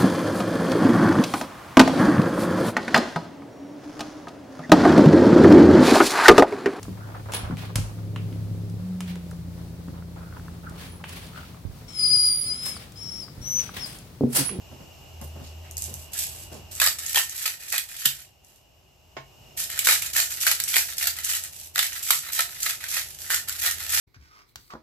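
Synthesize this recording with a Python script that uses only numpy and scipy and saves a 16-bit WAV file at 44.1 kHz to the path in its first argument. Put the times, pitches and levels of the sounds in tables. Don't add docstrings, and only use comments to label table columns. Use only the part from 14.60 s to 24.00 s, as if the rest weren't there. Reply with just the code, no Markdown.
import sys
import numpy as np
from scipy import signal
from scipy.fft import rfft, irfft
from scipy.io import wavfile
from scipy.ndimage import uniform_filter1d

SR = 44100
rng = np.random.default_rng(int(sys.argv[2]) if len(sys.argv) > 2 else 0)


def master_out(mix):
    frames = np.transpose(np.atleast_2d(mix))
    ceiling = np.clip(frames, -1, 1)
    pcm = np.round(ceiling * 32767).astype(np.int16)
    wavfile.write(sys.argv[1], SR, pcm)


N = 414540
TIME = np.arange(N) / SR


def undb(db):
    return 10 ** (np.asarray(db) / 20)


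def fader(rows):
    return undb(np.interp(TIME, *np.transpose(rows)))


def convolve(x, response):
    return signal.fftconvolve(x, np.atleast_2d(response), axes=1)[:, :N]


def colour(points, modes=(), size=8192):
    hz, db = np.transpose(points)
    freqs = np.maximum(np.fft.rfftfreq(size, 1 / SR), 1)
    power = undb(np.interp(np.log(freqs), np.log(hz), db)) ** 2
    for centre, width, peak_db in modes:
        power += undb(peak_db) ** 2 / (1 + ((freqs ** 2 - centre ** 2) / (freqs * width)) ** 2)
    cepstrum = irfft(np.log(power) / 2)
    cepstrum[1:size // 2] *= 2
    cepstrum[size // 2 + 1:] = 0
    response = irfft(np.exp(rfft(cepstrum)))
    return response / np.linalg.norm(response)


def noise(shared):
    return shared ** .5 * rng.standard_normal(N) + (1 - shared) ** .5 * rng.standard_normal((2, N))


def blows(times, dbs, t60s, hold):
    power, t = np.zeros(N + SR), TIME[:SR // 2]
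    for start, db, t60 in zip(times, dbs, np.broadcast_to(t60s, len(times))):
        fall_db = 60 * np.clip((t - hold) / t60, 0, 3)
        power[int(start * SR):][:len(t)] += undb(db - fall_db) ** 2
    return power[:N] ** .5


def crackle(rate, spread_db, t60, hold=0.0025):
    when, size = rng.random((int(rate * TIME[-1]), 2)).T
    power = np.zeros(N)
    np.add.at(power, (when * TIME[-1] * SR).astype(int), undb(-spread_db * np.log(0.0076 + size)) ** 2)
    t = TIME[:int((hold + t60) * SR)]
    fall = undb(-60 * np.maximum(t - hold, 0) / t60)
    grains = np.maximum(signal.oaconvolve(power, fall ** 2)[:N], 1e-16)
    return np.sqrt(grains / (uniform_filter1d(grains, size=2600) + 1e-12))


BITE_RISE_DB_PER_S, RUSTLE_FALL_DB_PER_S, CRUSH_FALL_DB_PER_S = 1142.5, 225, 296
LIGHT_RISE_DB_PER_S, LIGHT_FALL_DB_PER_S = 2498, 294


def stroke(start, hold, db, rise=LIGHT_RISE_DB_PER_S, fall=LIGHT_FALL_DB_PER_S):
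    early = np.maximum(start - TIME, 0)
    late = np.maximum(TIME - start - hold, 0)
    return undb(db - np.minimum(rise * early + fall * late, 100)) ** 2


# frequency in Hz, gain in dB.
STOVE_EQ = [(25, -19.5), (50, 11.5), (130, 7.5), (220, -3.5), (520, -5), (800, -1), (1050, -8.5),
            (1700, -16.5), (2100, -16), (3600, -16.5), (5500, -13), (7800, -15), (9300, -27.5),
            (12000, -16.5)]
# frequency in Hz, width in Hz, gain in dB.
STOVE_WHISTLES = [(140, 3.6, 7), (370, 28, -0.5), (620, 29.4, 2.5), (2560, 150, -7.5), (2842, 103, 2.5),
                  (5380, 90, -8.5)]
# time in seconds, level in dB.
STOVE_FADER = [(0, -47.5), (2, -46.5), (2.6, -53.5), (3.7, -58), (4.4, -57.5), (4.9, -49.5), (7, -55),
               (9.4, -51)]


def stove():
    return convolve(noise(shared=0.28), colour(STOVE_EQ, STOVE_WHISTLES)) * fader(STOVE_FADER)


# time in seconds, relative level in dB.
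HUM_FADER = [(0, -54), (.47, -55), (.58, -39), (1.41, -41), (1.48, -52), (2.12, -45), (2.25, -52),
             (3.2, -69), (4.45, -66), (4.8, -58), (6.6, -54.5), (8, -65), (9.4, -50)]


def hum():
    knots = np.arange(0, TIME[-1] + 1, .06)
    pitch_hz = 81.5 + 3.9 * np.interp(TIME, knots, rng.standard_normal(len(knots)))
    tone = np.sqrt(2) * np.sin(2 * np.pi * np.cumsum(pitch_hz) / SR)
    rumble_eq = [(25, -17), (55, -12.5), (76, 12), (105, -13.5), (138, -4), (220, -32), (800, -68)]
    rumble = convolve(noise(shared=1), colour(rumble_eq))
    return fader(HUM_FADER) * (undb(-2) * tone + undb(-13.5) * rumble)


# start in seconds, relative level in dB, ring time in seconds.
BUMPS = [(0.114, -36.5, 0.19), (0.201, -37, 0.19), (0.612, -30, 0.11), (0.755, -35.5, 0.18),
         (0.799, -34.5, 0.2), (1.274, -38.5, 0.3), (1.309, -40, 0.2), (1.918, -32.5, 0.31),
         (1.956, -38, 0.084), (3.456, -34.5, .015)]
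# frequency in Hz, gain in dB.
BUMP_EQ = [(40, -31), (80, -17.5), (140, -8), (200, -4.5), (320, -2), (600, -4.5), (1000, -14),
           (2000, -23.5), (8000, -31)]
# frequency in Hz, width in Hz, gain in dB.
BOOM_MODES = [(133.5, 9.4, 14), (173, 12, 8.5), (232, 46, 1)]


def handling():
    times, dbs, t60s = np.transpose(BUMPS)
    bumps = blows(times, dbs - 5.5, t60s, hold=0.012) * noise(shared=0.53)
    return convolve(bumps, colour(BUMP_EQ, BOOM_MODES))


# start in seconds, relative level in dB.
TICKS = [(0.614, -30.5), (1.111, -27.5), (1.169, -18.5), (1.18, -19), (1.2214, -17), (1.240, -20),
         (1.340, -21.5), (2.1515, -24), (2.162, -26), (2.386, -21.5), (2.4633, -16.5), (2.695, -20.5),
         (3.847, -41), (5.002, -16), (5.7225, -23.5), (6.0382, -11), (6.301, -25), (6.3824, -16),
         (6.6474, -15), (6.8375, -20), (7.33, -23), (8.0305, -14), (8.3143, -18), (9.2935, -21)]
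# frequency in Hz, gain in dB.
TICK_EQ = [(1500, -35), (4000, -14), (6400, 2.5), (8200, 3.5), (10000, -4.5), (12500, 1.5), (14500, -13)]


def loose_bits():
    times, dbs = np.transpose(TICKS)
    ticks = blows(times, dbs - 5, t60s=.007, hold=0.0014) * noise(shared=.3)
    return convolve(ticks, colour(TICK_EQ))


# start in seconds, hold in seconds, level in dB, band centre in Hz.
SCRAPES = [(0.63, 0.018, -46.5, 11300), (0.838, 0.034, -50, 4500), (1.044, 0.033, -54, 1950),
           (1.925, 0.023, -46.5, 6460)]


def fingers():
    skin = noise(shared=0.32) * crackle(rate=870, spread_db=3.5, t60=.015)
    out = np.zeros((2, N))
    for start, hold, db, hz in SCRAPES:
        level = stroke(start, hold, db, rise=BITE_RISE_DB_PER_S) ** .5
        band = colour([(500, -40), (14000, -30.5)], modes=[(hz, 0.67 * hz, 0)])
        out += convolve(level * skin, band)
    return out


# start in seconds,
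# hold in seconds, rustle drive in dB, crush drive in dB.
LIGHT_TURNS = [(1.175, 0.097, -40, -78), (1.293, 0.14, -47, -72), (1.665, 0.17, -43.5, -64),
               (2.386, 0.25, -36.5, -41.5), (2.692, 0.24, -40.5, -43), (2.996, 0.072, -43, -45),
               (3.29, 0.23, -41, -44), (3.55, 0.071, -46.5, -50), (3.84, 0.13, -60, -70),
               (4.976, 0.054, -29, -38.5), (5.095, 0.19, -37, -38), (5.419, 0.056, -33, -36),
               (5.704, 0.017, -29, -38), (5.76, 0.19, -38, -41.5), (5.992, 0.15, -39, -40.5),
               (6.274, 0.043, -35.5, -38.5), (6.556, 0.049, -38.5, -39.5), (6.834, 0.023, -37.5, -43.5),
               (6.928, .13, -42, -76), (7.323, 0.065, -35.5, -37.5), (7.633, 0.071, -39.5, -39),
               (7.893, 0.092, -41.5, -43), (8.208, 0.056, -39, -37.5), (8.464, 0.082, -43.5, -57),
               (8.878, 0.09, -37, -40), (9.183, 0.13, -35.5, -38.5)]
# start of the bite in seconds, hold in seconds, rustle drive in dB, crush drive
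# in dB, lead-in of sliding fragments in seconds, their rustle drive in dB, the resonance this grip
# leaves free in Hz, its gain in dB.
TWISTS = [(1.573, 0.059, -29, -52, 0.05, -35.5, 1700, 18), (2.211, 0.051, -23, -23, 0.097, -41, 1540, -3.5),
          (2.561, 0.018, -23, -25, 0.08, -34, 3060, 11), (2.854, 0.019, -32, -37, 0.095, -33.5, 1840, -12),
          (3.128, 0.041, -29.5, -28.5, 0.043, -34.5, 2500, 12),
          (3.456, .012, -44, -38, 0.079, -37, 3050, 6),
          (5.278, 0.047, -19.5, -21.5, 0.035, -23.5, 2180, 1.5),
          (5.559, 0.049, -22, -26, .025, -30, 1500, -2),
          (5.865, 0.035, -23.5, -23.5, 0.063, -26.5, 2370, -2),
          (6.159, 0.035, -22.5, -28, 0.078, -27.5, 2410, 10),
          (6.417, 0.058, -27.5, -30.5, 0.053, -31.5, 1800, 9),
          (6.693, 0.064, -27.5, -32.5, 0.056, -29.5, 1920, 0),
          (7.177, 0.073, -28, -31.5, 0.029, -37, 1310, -2),
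          (7.512, 0.057, -28.5, -41, 0.083, -30, 1320, 11.5), (7.788, 0.01, -28, -25, 0.064, -28, 1470, 1),
          (8.064, 0.041, -29.5, -30, 0.06, -30, 1960, 1), (8.342, 0.046, -28.5, -28, 0.057, -32, 2060, -2),
          (8.708, 0.041, -25, -26.5, 0.12, -38.5, 1430, 15.5),
          (9.044, 0.047, -25, -26.5, 0.052, -29.5, 1300, 3),
          (9.336, 0.077, -23, -27, 0.035, -26.5, 2300, 3)]


def hand():
    rustle, crush = np.zeros(N), np.zeros(N)
    for start, hold, rustle_db, crush_db, lead, lead_db, _, _ in TWISTS:
        rustle += stroke(start - lead, lead, lead_db)
        rustle += stroke(start, hold, rustle_db, BITE_RISE_DB_PER_S, RUSTLE_FALL_DB_PER_S)
        crush += stroke(start - lead / 2, lead / 2, lead_db - 7, BITE_RISE_DB_PER_S, CRUSH_FALL_DB_PER_S)
        crush += stroke(start, hold, crush_db, BITE_RISE_DB_PER_S, CRUSH_FALL_DB_PER_S)
    for start, hold, rustle_db, crush_db in LIGHT_TURNS:
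        rustle += stroke(start, hold, rustle_db)
        crush += stroke(start, hold, crush_db)
    return rustle ** .5, crush ** .5


def gripped(modes, detune=.018, scatter_db=2.5):
    chance = rng.standard_normal((len(modes), 2))
    return [(hz * (1 + detune * shift), width, db + scatter_db * lift)
            for (hz, width, db), (shift, lift) in zip(modes, chance)]


def by_twist(x, responses, regrip_s=.13):
    edges = [0] + [int((bite - regrip_s) * SR) for bite, *_ in TWISTS[1:]] + [N]
    out = np.zeros((2, N + SR))
    for start, end, response in zip(edges, edges[1:], responses):
        part = signal.fftconvolve(x[:, start:end], np.atleast_2d(response), axes=1)
        out[:, start:start + part.shape[1]] += part
    return out[:, :N]


# frequency in Hz, gain in dB.
RUSTLE_EQ = [(300, -55.5), (1100, -25.5), (2500, -4), (4000, -3), (6300, 0.5), (7700, 0.5), (9000, -2.5),
             (10800, 1), (13500, 0.5), (14500, -8)]
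# frequency in Hz, width in Hz, gain in dB.
BURR_MODES = [(1720, 290, -8.5), (2310, 91, -12), (7750, 340, 3.5), (12600, 670, 0)]


def burr(rustle, fractures):
    dust = crackle(rate=700, spread_db=4, t60=0.016)
    grit = rustle * np.hypot(undb(-0.5) * dust, undb(-7) * fractures) * noise(shared=0.18)
    return by_twist(grit, [colour(RUSTLE_EQ, gripped(BURR_MODES)) for _ in TWISTS])


# frequency in Hz, gain in dB.
CRUSH_EQ = [(100, -26.5), (250, -61), (380, -15), (600, -38), (1000, -9), (1400, 0.5), (2000, 8.5),
            (2800, -2), (4200, 4.5), (6000, -6), (9000, -32), (14000, -10.5)]
# frequency in Hz, gain in dB.
SHELL_EQ = [(100, -24), (200, -11), (380, -7), (560, 0), (800, -1), (1050, -1), (1300, 4), (2000, 1),
            (3000, -14), (8000, -55)]
# frequency in Hz, width in Hz, gain in dB.
BODY_MODES = [(692.7, 14, 2), (893, 26, -1), (1320, 77, 5.5), (1443, 56, 4), (1700, 70, 6.5),
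              (1838, 34, 13), (1980, 60, 1.5), (2460, 64, 8), (2950, 130, 4), (3570, 60, -10),
              (3880, 108, 4.5)]


def hollow_body(crush, fractures, free_width_hz=97):
    times, _, body_db, _, _ = np.transpose(CRACKS)
    thuds = blows(times, body_db - 1.5, t60s=1.21 * CRUMBLE_S, hold=0.0018)
    force = np.hypot(crush * undb(-3.5) * fractures, thuds)
    crunch = force * noise(shared=0.42)
    knock = undb(-13) * force * np.tanh(force / undb(-28)) * noise(shared=0.85)
    grips = [colour(CRUSH_EQ, gripped(BODY_MODES) + [(hz, free_width_hz, db)]) for *_, hz, db in TWISTS]
    return by_twist(crunch, grips) + convolve(knock, colour(SHELL_EQ, BODY_MODES[:4]))


# start in seconds, relative levels in dB of the bright snap,
# the body's ring and the woody pock, then the pock's pitch in Hz.
CRACKS = [(2.2, -5.5, -23, -16.5, 2690), (2.2164, -5, -16, -15, 1650), (2.23, -12, -22, -19, 1750),
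          (2.262, -7, -20, -22, 4000), (2.2732, -9.5, -17.5, -12.5, 4120), (2.5458, -13.5, -20, -20, 2500),
          (2.5586, -4.5, -19, -11.5, 3000), (2.571, -16, -23, -18.5, 960), (2.5788, -12, -18, -14, 2980),
          (2.5947, -10, -24, -22, 1710), (2.856, -17, -24.5, -24, 2320), (2.860, -10, -22, -19, 4370),
          (2.878, -16, -29, -25, 2600), (3.125, -14, -29, -25, 1940), (3.135, -22, -32, -31, 840),
          (3.180, -8, -34, -26, 3000), (3.4537, -14, -24.5, -23, 3000), (3.457, -1.5, -21, -15.5, 3870),
          (3.4601, -7, -23.5, -13, 2960), (5.1015, -20, -40, -35, 2100), (5.1763, -20, -33, -29, 1740),
          (5.191, -4.5, -38, -28, 3430), (5.2712, -6, -15, -9, 1680), (5.287, -5, -15, -7, 2130),
          (5.295, -12, -16.5, -22, 1500), (5.3104, -11, -20, -22, 1800), (5.329, -11, -25, -19, 3900),
          (5.4215, -13, -36, -29, 2360), (5.563, -18, -20, -21, 1700), (5.5807, -14, -20, -17.5, 1950),
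          (5.601, -12, -29, -14.5, 4110), (5.8668, -7, -18, -16, 1760), (5.9142, -6, -26, -21.5, 1530),
          (6.0005, -11.5, -27, -26, 3860), (6.1409, -24, -22, -17, 2920), (6.1582, -7, -19, -17, 2430),
          (6.166, -6, -16, -12.5, 1920), (6.4112, -22, -31, -24, 2950), (6.471, -7.5, -26, -17, 3960),
          (6.5868, -19.5, -33, -29, 1960), (6.7349, -17, -35, -24, 2930), (7.158, -14, -22, -26, 1800),
          (7.1796, -21, -21, -22.5, 1350), (7.1912, -7, -15, -10, 3700), (7.2277, -12, -26, -25, 2390),
          (7.5055, -2, -15.5, -11.5, 1390), (7.508, -7, -24, -15, 4300), (7.532, -16, -36, -22, 2140),
          (7.689, -28, -38, -30, 1850), (7.7921, -13, -17.5, -19, 1500), (7.8062, -7.5, -26, -23, 2200),
          (8.063, -16, -21, -24, 1890), (8.2398, -23, -35, -27.5, 1790), (8.703, -16, -24.5, -17.5, 1640),
          (8.7435, -13, -26, -29, 1790), (8.885, -16.5, -40, -36, 1890), (8.894, -15, -33, -30, 1820),
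          (9.037, -18, -29, -26.5, 1790), (9.063, -13, -26, -26, 3000), (9.3354, -20, -34, -23, 1880)]
# frequency in Hz, gain in dB.
SNAP_EQ = [(300, -33), (1100, -20.5), (2500, -2), (4000, 0), (6000, -1.5), (7700, 6.5), (9000, -4),
           (10800, 3), (13500, 5.5), (14500, 1)]
CRUMBLE_S = 0.013


def snaps():
    times, dbs, *_ = np.transpose(CRACKS)
    splinters = crackle(rate=3400, spread_db=3, t60=0.0016)
    cascade = blows(times, dbs - 6, t60s=CRUMBLE_S, hold=.002) * splinters * noise(shared=.2)
    first_break = blows(times, dbs - 7, t60s=.003, hold=.0005) * noise(shared=.4)
    return convolve(first_break + cascade, colour(SNAP_EQ))


def pocks(t60=0.015, step_s=.0018, step_db=-5, pitch_scatter=.13):
    out, t = np.zeros((2, N + SR)), TIME[:SR // 20]
    decay = undb(-60 * t / t60)
    for crack_s, _, _, db, hz in CRACKS:
        for step, (late, detune, left, right) in enumerate(rng.standard_normal((3, 4))):
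            start = int((crack_s + step * step_s * np.exp(late / 4)) * SR)
            pitch_hz = hz * np.exp(pitch_scatter * detune * min(step + .5, 1))
            stereo_phase = .6 * np.array([[left], [right]])
            ring = np.sin(2 * np.pi * pitch_hz * t + stereo_phase) * decay
            out[:, start:start + len(t)] += undb(db + step * step_db) * ring
    return out[:, :N]


def mill(low_cut_hz=373):
    rustle, crush = hand()
    fractures = crackle(rate=270, spread_db=2.6, t60=0.018)
    grind = loose_bits() + burr(rustle, fractures) + hollow_body(crush, fractures) + snaps() + pocks()
    return signal.sosfilt(signal.butter(4, low_cut_hz, "high", fs=SR, output="sos"), grind)


# frequency in Hz, relative level in dB, ring time in seconds.
SPOON_MODES = [(135, -11.5, 0.58), (664, -0.5, .17), (880, -4, 0.14), (1071, -5, 0.21), (1502, -15, .13),
               (1787, -9, .15), (2229, -8, 0.21)]
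# frequency in Hz, gain in dB.
CONTACT_EQ = [(100, -12), (330, 0), (760, -0.5), (1200, -3), (2000, -0.5), (3500, -12), (7000, -19),
              (12000, -60)]


def spoon(start=4.5675):
    t = np.maximum(TIME - start, 0)
    ring = sum(undb(db - 60 * t / t60) * np.sin(2 * np.pi * hz * t) for hz, db, t60 in SPOON_MODES)
    contact = blows([start], dbs=[-32.5], t60s=0.075, hold=0.0023) * noise(shared=0.45)
    return undb(-36) * ring + convolve(contact, colour(CONTACT_EQ))


def place(x, right_lag_samples, right_db):
    late_right = np.pad(x[1], (right_lag_samples, 0))[:N]
    return np.array([x[0] * undb(-right_db / 2), late_right * undb(right_db / 2)])


def kitchen(x, t60, room_db, predelay_s=.004):
    t = TIME[:SR // 2]
    wash = rng.standard_normal((len(TWISTS), 2, len(t)))
    low = signal.sosfilt(signal.butter(2, 5000, fs=SR, output="sos"), wash)
    high = signal.sosfilt(signal.butter(2, 5000, "high", fs=SR, output="sos"), wash)
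    tails = (low - high) * undb(-60 * t / t60) * (t > predelay_s)
    return undb(room_db) * by_twist(x, tails / np.linalg.norm(tails, axis=2, keepdims=True))


def narrow_bass(x, below_hz=220.5):
    side = signal.sosfiltfilt(signal.butter(1, below_hz, fs=SR, output="sos"), (x[0] - x[1]) / 2)
    return x - .6 * np.array([side, -side])


def scene():
    close = place(handling() + fingers() + mill() + spoon(), right_lag_samples=3, right_db=2)
    return narrow_bass(close + kitchen(close, t60=0.21, room_db=-4) + stove() + hum())


def record(dry):
    return signal.sosfilt(signal.ellip(10, .2, 70, 14500, fs=SR, output="sos"), np.tanh(dry))


dry = scene()
out = record(dry)
master_out(out)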